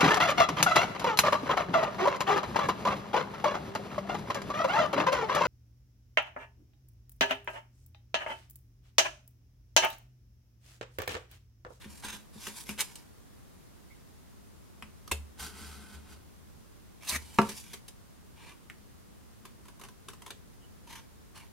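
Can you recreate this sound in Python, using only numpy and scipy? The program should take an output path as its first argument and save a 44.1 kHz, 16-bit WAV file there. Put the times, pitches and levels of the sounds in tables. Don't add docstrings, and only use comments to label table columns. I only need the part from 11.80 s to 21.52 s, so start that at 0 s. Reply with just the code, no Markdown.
import sys
import numpy as np
from scipy import signal
from scipy.fft import rfft, irfft, next_fast_len
from scipy.io import wavfile
from scipy.ndimage import uniform_filter1d

SR = 44100
rng = np.random.default_rng(int(sys.argv[2]) if len(sys.argv) > 2 else 0)


def digitize_waveform(pressure):
    field = np.atleast_2d(pressure).T
    bounded = np.clip(field, -1, 1)
    quanta = np.round(bounded * 32767).astype(np.int16)
    wavfile.write(sys.argv[1], SR, quanta)


N = 428652

# pitch_hz [Hz], level_db [dB per Hz]
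SHEET_COLOUR = [(60, -10), (200, -2.5), (400, -8), (650, -9.5), (900, -0.5), (1600, -1), (3000, -3),
                (4500, -13), (8000, -37), (16000, -81.5)]
# pitch_hz [Hz], level_db [dB per Hz]
EDGE_COLOUR = [(500, -50.5), (2000, -16), (3500, 0), (5000, 1), (7000, 1.5), (10000, 2), (12500, -3.5),
               (15500, -13)]


def amp(db):
    return 10 ** (np.asarray(db) / 20)


def unit(x):
    return x / np.sqrt(np.mean(x ** 2) + 1e-20)


def along(points, hz):
    point_hz, value = np.transpose(points)
    return np.interp(np.log(hz + 1), np.log(point_hz + 1), value)


def filtered(x, response):
    size = x.shape[-1]
    padded = next_fast_len(size + SR // 4)
    hz = np.fft.rfftfreq(padded, 1 / SR)
    return irfft(rfft(x, padded) * response(hz), padded)[..., :size]


def convolved(x, ring):
    return signal.fftconvolve(x, ring, axes=-1)


def add(track, start_s, sound):
    part = track[:, max(round(start_s * SR), 0):][:, :sound.shape[1]]
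    part += sound[:, :part.shape[1]]


def wobble(rate, size):
    points = rng.standard_normal(SR // 10)
    return np.interp(np.arange(size) * rate / SR, np.arange(SR // 10), points)


def strokes(rows):
    time_s, *columns = np.transpose(rows)
    t = np.arange(time_s[0], time_s[-1], 1 / SR)
    return time_s[0], *(np.interp(t, time_s, column) for column in columns)


def body(colour, peaks=(), size=4096):
    hz = np.fft.rfftfreq(size, 1 / SR)
    db = along(colour, hz)
    for centre_hz, width_hz, gain_db in peaks:
        db = db + gain_db / (1 + (2 * (hz - centre_hz) / width_hz) ** 2)
    cepstrum = irfft(np.log(amp(db)))
    ring = irfft(np.exp(rfft(2 * cepstrum[:size // 2], size)))
    return ring / np.linalg.norm(ring)


def room_tone(level_db=-58.5):
    # pitch_hz [Hz], level_db [dB per Hz]
    floor_colour = [(12, -28.5), (20, -5.5), (65, 3.5), (167, -3.5), (215, -1.5), (247, -6), (408, -10),
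                    (510, -14.5), (819, -18), (1050, -17.5), (1740, -22.5), (2120, -24), (2300, -25.5),
                    (9560, -28), (15800, -32.5)]
    # pitch_hz [Hz], likeness [-1 opposite to 1 identical]
    floor_alike = [(60, -0.579), (150, -0.4654), (380, -0.35), (950, -0.085), (2380, 0.205), (5980, -0.088),
                   (15000, 0.122)]

    def response(hz):
        turn = np.arccos(np.clip(along(floor_alike, hz), -1, 1)) / 2
        return amp(along(floor_colour, hz)) * [np.cos(turn), np.sin(turn)]

    mid, side = filtered(rng.standard_normal((2, N)), response)
    return amp(level_db) * np.array([mid + side, mid - side]) / np.std(mid)


def reflections(early_db, late_db, early_t60=0.0552):
    # pitch_hz [Hz], t60_s [s]
    room_fade = [(200, 0.3), (2000, 0.2317), (12000, 0.211)]
    hz, t, z = signal.stft(rng.standard_normal(SR // 2), SR, nperseg=256)
    fade = amp(-60 * t / along(room_fade, hz)[:, None])
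    late = signal.istft(z * fade, SR, nperseg=256)[1]
    t = np.arange(len(late)) / SR
    early = rng.standard_normal(len(late)) * amp(-60 * t / early_t60)
    return amp(early_db) * early / np.linalg.norm(early) + amp(late_db) * late / np.linalg.norm(late)


def in_room(x, early_db, late_db, side_db):
    # pitch_hz [Hz], side_level_db [dB]
    side_width = [(100, -5.5), (500, -16.5), (1000, -10.5), (2000, -4), (5000, -1.5), (14000, 0.5)]
    middle = reflections(early_db, late_db)
    middle[0] += 1
    spread = filtered(reflections(early_db, late_db), lambda hz: amp(side_db + along(side_width, hz)))
    mid, side = np.array([convolved(x, middle), convolved(x, spread)]) / np.linalg.norm(middle)
    return np.array([mid + side, mid - side])


def table_ring(low_hz, high_hz, attack=0.0006):
    # pitch_hz [Hz], level_db [dB, before about 1 dB of chance and the blow's reach], t60_s [s]
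    table_modes = [(118, -28, 0.082), (146, -24.5, 0.0795), (211.34, -20, .23), (270.6, -27.5, 0.1084),
                   (324.7, -16, 0.0166), (390.1, -21, 0.094), (448, -29, 0.19), (552, -29, 0.137),
                   (683.2, -25.5, 0.1103), (713, -19, 0.026), (916.2, -18.5, 0.0913),
                   (1013.7, -28.5, 0.1085), (1089, -16, 0.019), (1168.6, -14, 0.0395), (1327, -18.5, 0.08),
                   (1388.6, -19, 0.0261), (1570, -40, 0.24), (1680.6, -25, .045), (2174, -30.5, 0.0511),
                   (2439, -45, 0.199), (2934, -29, 0.037)]
    t = np.arange(SR // 2) / SR
    modes = 0
    for k, (hz, db, t60) in enumerate(table_modes):
        reach = 1 / np.hypot(1, (hz / high_hz) ** 2) / np.hypot(1, (low_hz / hz) ** 4)
        fade = amp(db + rng.normal(0, 1) - 60 * t / t60)
        modes = modes + (-1) ** k * reach * fade * np.sin(2 * np.pi * hz * t)
    return modes * (1 - np.exp(-t / attack))


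def table_boom(attack=0.026):
    boom_hz, boom_t60_s = 73.58, 0.41
    t = np.arange(SR // 2) / SR
    fade = amp(-60 * t / boom_t60_s)
    return 2 * np.sin(2 * np.pi * boom_hz * t) * fade * (1 - np.exp(-t / attack))


def jolt(rise, sheet_db):
    half_power_rise_s = 0.0044
    push = rise / np.hypot(rise, half_power_rise_s)
    full_jolt_db = sheet_db + 23
    return push * amp(full_jolt_db) * table_ring(low_hz=364, high_hz=450)[None]


def knocks():
    # start_s [s], mode_gain_db [dB], highest_pitch_hz [Hz, where its reach fades], boom_gain_db [dB]
    blows = [(.055, -23, 250, -51.5), (.241, -23.5, 346, -63), (.335, -25.5, 300, -69),
             (.555, -23, 220, -59), (.675, -24, 300, -72.5), (0.891, -15, 260, -56.5),
             (3.026, -28, 300, -52.5), (3.316, -40.5, 300, -33), (5.323, -10.5, 110, -41),
             (5.586, 2.5, 5000, -47), (5.686, -21, 300, -66.5)]
    track = np.zeros((2, N))
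    for start_s, gain_db, high_hz, boom_db in blows:
        wood = amp(gain_db) * table_ring(low_hz=79.9, high_hz=high_hz)
        boom = amp(boom_db) * table_boom(attack=0.019)
        add(track, start_s, in_room(wood + boom, early_db=-16.5, late_db=-11.0, side_db=4.5))
    return track


def squeaks(waver=0.038):
    # [dB, before the fade in and out]
    squeak_rows = [(2.092, 0.044, 1985, 5.36, -57.5), (8.787, 0.088, 3015, 0.18, -68.5)]
    track = np.zeros((2, N))
    for start_s, length_s, hz, glide, db in squeak_rows:
        t = np.arange(round(length_s * SR)) / SR
        pitch = hz * 2 ** (glide * t) * (1 + waver * wobble(rate=368, size=len(t)))
        tone = np.sqrt(2) * np.sin(2 * np.pi * np.cumsum(pitch) / SR)
        whistle = amp(db) * np.hanning(len(t)) * tone
        add(track, start_s, in_room(whistle, early_db=0.5, late_db=-2.5, side_db=2))
    return track


def friction(size, slip_rate, grain_share, clump_rate, clump_db):
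    slips = (rng.random(SR) < slip_rate / SR) * rng.standard_normal(SR)
    smooth = rng.standard_normal(SR)
    force = np.sqrt(grain_share) * unit(slips) + np.sqrt(1 - grain_share) * smooth
    return unit(np.resize(force, size) * amp(clump_db * wobble(clump_rate, size)))


def flexing(x, depth_db, band_size=5, frame_size=24):
    z = signal.stft(x, nperseg=512)[2]
    field = uniform_filter1d(rng.standard_normal(z.shape), band_size, 0)
    field = uniform_filter1d(field, frame_size, 1)
    bent = signal.istft(z * amp(depth_db * unit(field)), nperseg=512)[1]
    return bent * np.linalg.norm(x) / np.linalg.norm(bent)


def swell(attack, length):
    release_t60_s, arch_depth_db = .22, 2
    t = np.arange(0, length + release_t60_s, 1 / SR)
    arch_db = arch_depth_db * (np.sin(np.pi * np.minimum(t / length, 1)) - 1)
    release_db = -60 * np.maximum(t - length, 0) / release_t60_s
    return (1 - np.exp(-t / attack)) * amp(arch_db + release_db)


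def slides(sheet_trim_db=1, edge_trim_db=.5):
    # [dB, before trim and swell]
    slide_rows = [ (0.0, .003, 0.0706, -56, -63), (.085, .008, 0.117, -62.5, -58),
                  (.222, .012, 0.1192, -44.5, -46.5), (.525, .015, 0.278, -58, -56),
                  (.59, .04, 0.0942, -50, -45.5), (.72, .02, 0.102, -57.5, -50),
                  (.85, .02, 0.0786, -53, -50), (1.02, .02, 0.18, -61, -59.5),
                  (5.38, .015, 0.345, -61, -57.5), (5.62, .03, 0.093, -51, -48.5),
                  (5.735, .015, 0.0656, -56, -48), (5.82, .015, .11, -61, -56.5),
                  (6.55, 0.061, .16, -54, -64), (9.065, .022, 0.1103, -51, -55.5),
                  (9.543, 0.0136, .042, -50.5, -53.5), (9.581, .015, 0.068, -63.5, -78.5)]
    # pitch_hz [Hz], width_hz [Hz], gain_db [dB]
    sheet_peaks = [(960, 230, 6.5), (1331, 160, -8), (1540, 200, 4), (2300, 210, 4.5), (3250, 350, -1)]
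    track = np.zeros((2, N))
    for start_s, attack_s, length_s, sheet_db, edge_db in slide_rows:
        speed = swell(attack_s, length_s)
        rub = friction(size=len(speed), slip_rate=2300, grain_share=0.5, clump_rate=109.9, clump_db=3)
        force = speed * rub
        drum = convolved(force * amp(sheet_db + sheet_trim_db), body(SHEET_COLOUR, sheet_peaks))
        hiss = convolved(force * amp(edge_db + edge_trim_db), body(EDGE_COLOUR))
        card = flexing(drum + hiss, depth_db=2.0)
        add(track, start_s, in_room(card, early_db=-5.5, late_db=-13.0, side_db=3))
    return track


def contact(rise, sheet_db, edge_db, ring_hz, ring_db=10, ring_width=.3):
    # pitch_hz [Hz], width_hz [Hz], gain_db [dB]
    crisp_peaks = [(3125, 400, 4), (6195, 167, 3), (14506, 4500, 2.5)]
    u = np.arange(SR // 10) / SR / rise
    burst = rng.standard_normal(len(u)) * u ** 2 * np.exp(-2 * u)
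    ring_peaks = [(ring_hz, ring_width * ring_hz, ring_db), (1100, 250, 4)]
    drum = convolved(burst, body(SHEET_COLOUR, ring_peaks))
    hiss = convolved(burst, body(EDGE_COLOUR, crisp_peaks))
    sound = amp(sheet_db) * drum / np.linalg.norm(drum) + amp(edge_db) * hiss / np.linalg.norm(hiss)
    return sound * np.sqrt(SR * .01)


def flicks_and_bumps():
    # start_s [s], rise_s [s], sheet_level_db [dB over 10 ms],
    # edge_level_db [dB over 10 ms], ring_pitch_hz [Hz]
    contact_rows = [(.235, 0.00204, -46, -61.5, 890), (.667, 0.00294, -41, -42.5, 1600),
                    (.892, 0.00047, -38.5, -42.5, 2240), (1.155, 0.00194, -55, -46, 2950),
                    (3.024, 0.000653, -43, -56, 1980), (3.276, 0.00198, -48, -51, 1260),
                    (3.312, 0.00489, -30, -31, 2590), (5.586, 0.001153, -25, -40, 981),
                    (5.615, 0.00152, -37, -45.5, 1000), (5.686, 0.0075, -44, -40.5, 2170),
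                    (5.93, 0.00645, -45, -42.5, 2285), (6.079, 0.00417, -56, -47.5, 2610),
                    (6.899, 0.000567, -44, -57.5, 1906), (8.284, 0.00276, -45, -47, 1540),
                    (8.504, 0.00247, -43, -46.5, 3243)]
    track = np.zeros((2, N))
    for start_s, rise_s, sheet_db, edge_db, ring_hz in contact_rows:
        burst = contact(rise_s, sheet_db, edge_db, ring_hz)
        add(track, start_s, in_room(burst, early_db=-2.5, late_db=-6.5, side_db=1.5))
        add(track, start_s + rise_s, jolt(rise_s, sheet_db))
    return track


def ticks():
    # start_s [s], sheet_level_db [dB over 10 ms]
    tick_rows = [(7.651, -49), (7.852, -59.5), (7.881, -53.5), (7.994, -54), (8.012, -50), (8.035, -49.5),
                 (8.048, -54), (8.084, -54), (8.299, -55), (8.332, -53.5), (8.418, -51.5), (8.461, -46.5),
                 (8.476, -56)]
    rise_s, ring_hz = 0.0031, 1004.6
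    track = np.zeros((2, N))
    for start_s, db in tick_rows:
        tick = contact(rise_s, db, edge_db=db - 3.5, ring_hz=ring_hz, ring_db=14, ring_width=.17)
        add(track, start_s, in_room(tick, early_db=-2.5, late_db=-4, side_db=1.0))
        add(track, start_s + rise_s, jolt(rise_s, db))
    return track


def scrapes(sheet_trim_db=-1.39, edge_trim_db=-0.38, ring_db=9, ring_octaves=0.1597):
    # [Hz, of the card]
    scrape_curves = [
        [(.977, -49.5, -55, 1080), (.985, -42, -45, 1080), (1.003, -33.5, -29.5, 966), (1.013, -35, -25.5, 960),
         (1.023, -43.5, -50, 940), (1.06, -69.5, -55, 940)],
        [(5.208, -65.5, -69, 2200), (5.23, -53, -55.5, 2240), (5.267, -53, -47.5, 2500),
         (5.272, -43, -45, 2777), (5.291, -43.5, -30.5, 5230), (5.313, -38, -38, 2594),
         (5.361, -33.5, -35, 1940), (5.372, -53, -50.5, 1900), (5.395, -66, -62, 2000)],
    ]
    track = np.zeros((2, N))
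    for rows in scrape_curves:
        start_s, sheet_db, edge_db, ring_hz = strokes(rows)
        force = friction(size=len(sheet_db), slip_rate=1000, grain_share=0.5, clump_rate=150, clump_db=1.0)
        drum = convolved(force * amp(sheet_db + sheet_trim_db), body(SHEET_COLOUR))
        hiss = convolved(force * amp(edge_db + edge_trim_db), body(EDGE_COLOUR))
        rasp = flexing(drum + hiss, depth_db=3.0, frame_size=8)
        hz, t, z = signal.stft(rasp, SR, nperseg=256)
        ring_now = np.interp(t * SR, np.arange(len(ring_hz)), ring_hz)
        away = np.log2((hz[:, None] + 1) / ring_now) / ring_octaves
        rasp = signal.istft(z * amp(ring_db * np.exp(-away ** 2)), SR, nperseg=256)[1]
        add(track, start_s, in_room(rasp, early_db=-4, late_db=-11, side_db=1.5))
    return track


def fibre_level(force_db):
    growth, firm_db = 1.359, -47
    return firm_db + growth * (force_db - firm_db)


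def cut(blade_trim_db=2.0, fibre_trim_db=4.5, hum_db=1, boom_db=1.0):
    # [dB, before trim]
    cut_curve = [(3.56, -78.5), (3.598, -48.5), (3.655, -49), (3.735, -62), (3.78, -54.5), (3.85, -54.5),
                 (4.07, -61.5), (4.15, -59), (4.225, -70), (4.33, -59), (4.42, -80)]
    # pitch_hz [Hz], level_db [dB per Hz]
    shear_colour = [(60, 5), (200, -8.5), (400, -1.5), (600, -3.5), (1000, 3), (2000, -1), (3000, 0),
                    (4500, -12), (8000, -43), (16000, -73)]
    # pitch_hz [Hz], width_hz [Hz], gain_db [dB]
    blade_peaks = [(900, 110, 5), (1480, 210, 12.3), (4720, 260, 5), (9040, 650, 2.5)]
    track = np.zeros((2, N))
    start_s, blade_db = strokes(cut_curve)
    force = friction(size=len(blade_db), slip_rate=2900, grain_share=0.67, clump_rate=270, clump_db=0.5)
    shear = convolved(force * amp(blade_db + blade_trim_db), body(shear_colour, blade_peaks))
    hiss_db = fibre_level(blade_db) + fibre_trim_db
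    hiss = convolved(force * amp(hiss_db), body(EDGE_COLOUR, blade_peaks))
    add(track, start_s, in_room(shear + hiss, early_db=-4, late_db=-11.5, side_db=1.5))

    wood, boom = table_ring(low_hz=149, high_hz=219), table_boom()
    table = amp(hum_db) * wood / np.linalg.norm(wood) + amp(boom_db) * boom / np.linalg.norm(boom)
    pressure = amp(np.minimum(blade_db, -53))
    add(track, start_s, convolved(force * pressure, table)[None])
    return track


def scene():
    # pitch_hz [Hz], left_over_right_db [dB]
    balance = [(400, 1.24), (1200, -0.28), (2500, -1), (8000, -0.53), (13000, -0.03)]
    work = knocks() + squeaks() + slides() + flicks_and_bumps() + ticks() + scrapes() + cut()
    leaning = filtered(work, lambda hz: amp(np.outer([.5, -.5], along(balance, hz))))
    return leaning + room_tone()


def record(dry):
    notch_hz, half_width_hz, top_hz = 7870, 45, 15850

    def response(hz):
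        away = 1j * (hz - notch_hz)
        return away / (half_width_hz + away) * (hz < top_hz)

    return filtered(dry, response)


dry = scene()
out = record(dry)
digitize_waveform(out)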